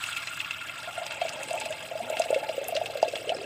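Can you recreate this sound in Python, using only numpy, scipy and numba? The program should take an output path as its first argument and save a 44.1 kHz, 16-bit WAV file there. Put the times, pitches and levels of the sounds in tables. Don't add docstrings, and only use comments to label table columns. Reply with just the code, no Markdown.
import sys
import numpy as np
from scipy import signal
from scipy.fft import rfft, irfft
from scipy.io import wavfile
from scipy.ndimage import uniform_filter1d
from numba import njit

SR = 44100
rng = np.random.default_rng(int(sys.argv[2]) if len(sys.argv) > 2 else 0)


def waveform_to_disk(signal):
    frames = np.transpose(np.atleast_2d(signal))
    scaled = np.clip(frames, -1, 1) * 32767
    samples = np.round(scaled).astype(np.int16)
    wavfile.write(sys.argv[1], SR, samples)


N = 152145

# (time [s], level [dB], pitch [Hz], T60 [s], limited to 0.01-0.3 in use)
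BIG_GULPS = [(0.873, -32, 658, 0.1), (0.977, -25, 663, 0.069), (1.014, -30.5, 646, 0.11),
             (1.215, -16.5, 672, 0.051), (1.25, -17.5, 644, 0.035), (1.509, -19.5, 632, 0.032),
             (1.536, -27, 639, 0.15), (1.616, -24, 833, 0.024), (1.658, -26, 632, 0.052),
             (1.702, -27, 584, 0.076), (1.912, -28, 637, 0.079), (1.952, -25.5, 605, 0.041),
             (2.002, -22.5, 662, 0.053), (2.015, -40.5, 223, 0.36), (2.1, -15, 600, 0.023),
             (2.123, -21, 593, 0.033), (2.167, -27.5, 700, 0.051), (2.198, -10, 644, 0.031),
             (2.257, -22, 638, 0.028), (2.303, -9.5, 508, 0.028), (2.327, -8.5, 597, 0.025),
             (2.36, -14, 515, 0.06), (2.427, -24.5, 640, 0.033), (2.493, -14.5, 620, 0.023),
             (2.578, -16.5, 514, 0.046), (2.613, -22.5, 536, 0.059), (2.686, -23, 680, 0.044),
             (2.723, -19.5, 639, 0.038), (2.752, -21.5, 540, 0.071), (2.77, -20.5, 626, 0.052),
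             (2.813, -14.5, 668, 0.031), (2.898, -25, 635, 0.036), (2.953, -19, 558, 0.032),
             (3.028, 5.5, 650, 0.011), (3.052, -27.5, 571, 0.086), (3.078, -20, 481, 0.045),
             (3.134, -18, 550, 0.028), (3.163, -22.5, 670, 0.024), (3.247, -29, 624, 0.038),
             (3.272, -28.5, 450, 0.098), (3.298, -16, 611, 0.03), (3.318, -17, 680, 0.054),
             (3.348, -19, 506, 0.029)]
# (time [s], bubble level [dB], bubble pitch [Hz], spray level re bubble [dB])
SPLASHES = [(0.0382, -25, 2720, -5), (0.088, -20.5, 1400, -24), (0.1296, -30.5, 3250, -6),
            (0.165, -17, 2620, -12.5), (0.2728, -24, 2740, -4), (0.403, -14, 2640, -16.5),
            (0.446, -20, 2650, -14.5), (0.5088, -22.5, 2710, -6.5), (0.9855, -27, 2750, -16),
            (1.064, -30.5, 2260, -4.5), (1.108, -26.5, 1470, -3.5), (1.2136, -23.5, 2050, -6.5),
            (1.263, -26, 2250, -14), (1.283, -25.5, 2850, -7.5), (1.4072, -29, 2000, -19),
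            (1.506, -28, 2610, -8), (1.6121, -17.5, 2730, -12.5), (1.6557, -24.5, 2530, -25),
            (1.7252, -25, 2640, -8.5), (2.169, -26, 2120, -3), (2.2178, -25.5, 2660, -7),
            (2.239, -25.5, 2630, -6.5), (2.3445, -21, 2140, -8.5), (2.4898, -25.5, 2780, -6.5),
            (2.765, -23.5, 2080, -0.5), (2.859, -21.5, 2580, -8), (3.0287, -26, 2730, -7.5),
            (3.0805, -23.5, 2600, -16.5), (3.156, -21, 3270, -9), (3.2933, -12, 2950, -17.5),
            (3.3467, -28.5, 5160, -22)]
# (time [s], level [dB], centre [Hz])
SPITS = [(1.066, -30.5, 5200), (1.293, -30.5, 5040), (2.2196, -26.5, 4800), (2.7516, -26, 4870),
         (3.0859, -30, 5170), (1.433, -30, 8200), (1.531, -30.5, 7900), (1.6005, -26, 7700),
         (1.707, -33, 8100), (2.0988, -29, 7600), (2.1963, -23.5, 7460), (2.3082, -32, 7990),
         (2.6426, -33.5, 6900), (2.6836, -23, 11400), (2.863, -34.5, 8200), (3.0275, -26, 5130)]
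# (time [s], patter [dB], fizz [dB], fine spray [dB], small gulps [dB],
# ring of the bottom [dB], mist [dB]); fizz, spray and mist act relative to their own means,
# patter and small gulps are trimmed below
STREAM = [(0.0, -39.5, -6, -2.5, -52, -44, -5), (0.5, -41, -11.5, -9.5, -56, -42.5, -10),
          (1.41, -41.5, -8.5, -5, -39.5, -52.5, -9.5), (1.95, -44, -7, -6, -45.5, -60, -6.5),
          (2.09, -42, -10, -7, -38.5, -54, -6.5), (3.1, -46, -5.5, -7, -41, -63, -6),
          (3.45, -44.5, -5, -5.5, -34.5, -53, -12)]
# (centre [Hz], width [Hz], gain [dB])
POT_MODES = [(1634, 57, -4), (2110, 28, 11.5), (2715, 130, 6), (3304, 30, 4), (3830, 37, -39),
             (4990, 46, -12), (5540, 190, -11), (8140, 230, -26.5)]
# (centre [Hz], width [Hz], gain re WATER_DB [dB])
WATER_MODES = [(500, 12, -14), (560, 29, -7), (640, 34.2, 2), (693, 8.9, -0.5), (866, 28, 5.5)]
# (frequency [Hz], gain re PATTER_BETWEEN_DB [dB])
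PATTER_COLOUR = [(530, -43), (900, -16), (1420, -12.5), (1800, -11), (2660, 1.5), (3710, -6.5), (5000, -14),
                 (6300, -20), (8050, -7), (10600, -22), (15500, -20)]
# (frequency [Hz], relative level per Hz [dB])
KITCHEN_COLOUR = [(15, -32), (25, -31), (102, 3.5), (158, 2.5), (210, -8.5), (297, -1.5), (438, -12),
                  (637, -7), (900, -19), (1170, -57), (1980, -120)]

KITCHEN_DB = -55.5
SPIT_T60_S, SPIT_TAIL_DB, SPIT_TAIL_T60_S = 0.0077, -19, 0.079
SPIT_WIDTH_RATIO = 0.38
SPLASH_ATTACK_S, SPLASH_T60_S = 0.00079, 0.019
SPRAY_T60_S, SPRAY_LOW_HZ, SPRAY_TOP_HZ = 0.06, 580, 6460
GULP_ATTACK_S, GULP_GLIDE_PER_CYCLE, GULP_LOW_HZ, GULP_TOP_HZ = 0.0021, 0.0099, 208, 6000
SMALL_GULP_TRIM_DB, WATER_DB = -4.5, 2.5
SLOSH_HZ, SLOSH_DB = 331, -14.5
PATTER_BETWEEN_DB, PATTER_TRIM_DB, TINY_DB = 5, -1.5, -4.5
SHARED_SWELL, STEADY_SWELL = 0.55, 0.6
BANDS, LOWEST_BAND_HZ = 15, 700
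FIZZ_HZ, FINE_SPRAY_HZ, MIST_HZ = 4200, 6000, 10000
BOTTOM_HZ, BOTTOM_WIDTH_HZ = 1393.4, 42
WALL_RIPPLE_DB, WALL_RIPPLE_HZ = 3, 71.6
SIDE_HZ, SIDE_DB = 7340, -16
TOP_HZ = 15480


def undb(db):
    return 10 ** (np.asarray(db) / 20)


def unit(x):
    return x / np.sqrt(np.mean(x ** 2))


def curve(column):
    rows = np.array(STREAM)
    return np.interp(np.arange(N) / SR, rows[:, 0], rows[:, column])


def band(x, low_hz, high_hz):
    sos = signal.butter(3, [low_hz, high_hz], "band", fs=SR, output="sos")
    return signal.sosfilt(sos, x)


def ring(x, hz, width_hz):
    b, a = signal.iirpeak(hz, hz / max(width_hz, 5), fs=SR)
    return signal.lfilter(b, a, x)


def colour(x, points):
    points_hz, points_db = np.array(points).T
    hz = np.maximum(np.arange(len(x) // 2 + 1) * SR / len(x), 1)
    gain_db = np.interp(np.log(hz), np.log(points_hz), points_db, left=-80)
    return irfft(rfft(x) * undb(gain_db), len(x))


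@njit
def bubbles(n, sr, start_s, size, hz, t60_s, attack_s, glide_per_cycle):
    out = np.zeros(n)
    for k in range(len(start_s)):
        first, phase = int(start_s[k] * sr), 0.
        for j in range(min(int(t60_s[k] * sr), n - first)):
            t = j / sr
            phase += 2 * np.pi * hz[k] * (1 + glide_per_cycle * hz[k] * t) / sr
            swell_in = 1 - np.exp(-(t / attack_s) ** 2)
            decay = 1000. ** (-t / t60_s[k])
            out[first + j] += size[k] * swell_in * decay * np.sin(phase)
    return out


def bursts(times_s, db, t60_s):
    kicks = np.zeros(N)
    first = np.clip((np.asarray(times_s) * SR).astype(int), 0, N - 1)
    np.add.at(kicks, first, undb(db))
    return signal.lfilter([1], [1, -1000. ** (-1 / (t60_s * SR))], kicks)


def swarm(count, spread_db):
    draws = rng.random((count, 4)).T
    times_s = draws[0] * (N - 1) / SR
    sizes_db = -spread_db * np.log(1 - .98 * draws[1])
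    return times_s, sizes_db, draws[2], draws[3]


def clusters(count):
    times_s, db, _, _ = swarm(count, spread_db=3.5)
    return unit(uniform_filter1d(bursts(times_s, db, t60_s=0.027), int(0.0026 * SR)))


def kitchen():
    shape = KITCHEN_COLOUR + [(3000, -69)]
    return unit(colour(rng.standard_normal(N), shape)) * undb(KITCHEN_DB)


def wall(x):
    width_bins = int(WALL_RIPPLE_HZ * N / SR)
    ripple = uniform_filter1d(rng.standard_normal(N // 2 + 1), width_bins)
    ripple = unit(uniform_filter1d(ripple, width_bins))
    hz = np.arange(N // 2 + 1) * SR / N
    fade_in = np.clip(hz / 3000, 0, 1)
    return irfft(rfft(x) * undb(WALL_RIPPLE_DB * ripple * fade_in), N)


def pot(x):
    plain = undb(PATTER_BETWEEN_DB) * colour(x, PATTER_COLOUR)
    modes = 0
    for k, (hz, width_hz, db) in enumerate(POT_MODES):
        modes = modes + (-1) ** k * undb(db) * ring(x, hz, width_hz)
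    return plain + modes


def spits():
    out, noise = 0, rng.standard_normal(N)
    for time_s, db, hz in SPITS:
        tick = bursts([time_s], db, SPIT_T60_S)
        tail = bursts([time_s], db + SPIT_TAIL_DB, SPIT_TAIL_T60_S)
        width_hz = SPIT_WIDTH_RATIO * hz
        out = out + (tick + tail) * unit(ring(ring(noise, hz, width_hz), hz, width_hz))
    return out


def splashes():
    time_s, db, hz, spray_db = np.array(SPLASHES).T.copy()
    t60_s = SPLASH_T60_S + 0 * time_s
    drops = bubbles(N, 1. * SR, time_s, undb(db), hz, t60_s, SPLASH_ATTACK_S, 0.0022)
    noise = unit(band(pot(rng.standard_normal(N)), SPRAY_LOW_HZ, SPRAY_TOP_HZ))
    return drops + bursts(time_s, db + spray_db, SPRAY_T60_S) * noise


def gulps():
    time_s, db, hz, t60_s = np.array(BIG_GULPS).T.copy()
    t60_s = np.clip(t60_s, .01, .3)
    big = bubbles(N, 1. * SR, time_s, undb(db), hz, t60_s, GULP_ATTACK_S, GULP_GLIDE_PER_CYCLE)

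    time_s, db, a, b = swarm(count=1100, spread_db=3.0)
    hz = (600 - 65 * time_s) * 2 ** (0.9 * a ** 1.218)
    t60_s = 0.024 + 0.045 * b
    small = bubbles(N, 1. * SR, time_s, undb(db), hz, t60_s, GULP_ATTACK_S, GULP_GLIDE_PER_CYCLE)

    noise = (0.6 + clusters(count=150)) * rng.standard_normal(N)
    slosh = unit(band(noise, SLOSH_HZ / 1.46, SLOSH_HZ * 1.68)) * undb(SLOSH_DB)

    level_db = curve(column=4)
    both = big + unit(small) * undb(level_db + SMALL_GULP_TRIM_DB)
    rung = sum(undb(g) * ring(both, f, w) for f, w, g in WATER_MODES)
    both = both + undb(WATER_DB) * rung
    return band(both, GULP_LOW_HZ, GULP_TOP_HZ) + slosh * undb(level_db)


def patter():
    time_s, db, a, b = swarm(count=5000, spread_db=4.0)
    hz = 1000 * 2 ** (3.8 * a ** 1.4)
    t60_s = (25 + 40 * b) / hz
    tiny = unit(bubbles(N, 1. * SR, time_s, undb(db), hz, t60_s, 0.00031, 0.0036))
    together = clusters(count=200)
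    hiss = pot(rng.standard_normal(N))
    drops = pot(undb(TINY_DB) * tiny)
    scale = np.sqrt(np.mean(band(hiss, 1800, 4000) ** 2))

    bin_hz = np.maximum(np.arange(N // 2 + 1) * SR / N, 1)
    step = 3 * np.log2(bin_hz / LOWEST_BAND_HZ)
    hiss, drops, out = rfft(hiss), rfft(drops), 0
    for k in range(BANDS):
        centre_hz = LOWEST_BAND_HZ * 2 ** (k / 3)
        if centre_hz < FIZZ_HZ:
            tilt_db = 0
        else:
            column = 2 if centre_hz < FINE_SPRAY_HZ else 3 if centre_hz < MIST_HZ else 6
            tilt_db = curve(column) - np.mean(curve(column))
        share = np.clip(1 - np.abs(step - k), 0, 1)
        swell = unit(STEADY_SWELL + SHARED_SWELL * together + clusters(count=200))
        band_sound = swell * irfft(share * hiss, N) + irfft(share * drops, N)
        out = out + undb(tilt_db) * band_sound / scale

    knocks = (0.1 + together) * rng.standard_normal(N) + tiny
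    bottom = unit(ring(knocks, BOTTOM_HZ, BOTTOM_WIDTH_HZ)) * undb(curve(column=5))
    return undb(curve(column=1) + PATTER_TRIM_DB) * out + bottom


def scene():
    mid = gulps() + wall(patter() + splashes() + spits()) + kitchen()
    top = band(mid, SIDE_HZ, 13000)
    envelope = np.sqrt(uniform_filter1d(top ** 2, size=200) + 1e-18)
    side = undb(SIDE_DB) * band(envelope * rng.standard_normal(N), SIDE_HZ, 22000)
    return np.array([mid + side, mid - side])


def record(dry):
    return signal.sosfilt(signal.ellip(14, .2, 70, TOP_HZ, fs=SR, output="sos"), dry)


dry = scene()
out = record(dry)
waveform_to_disk(out)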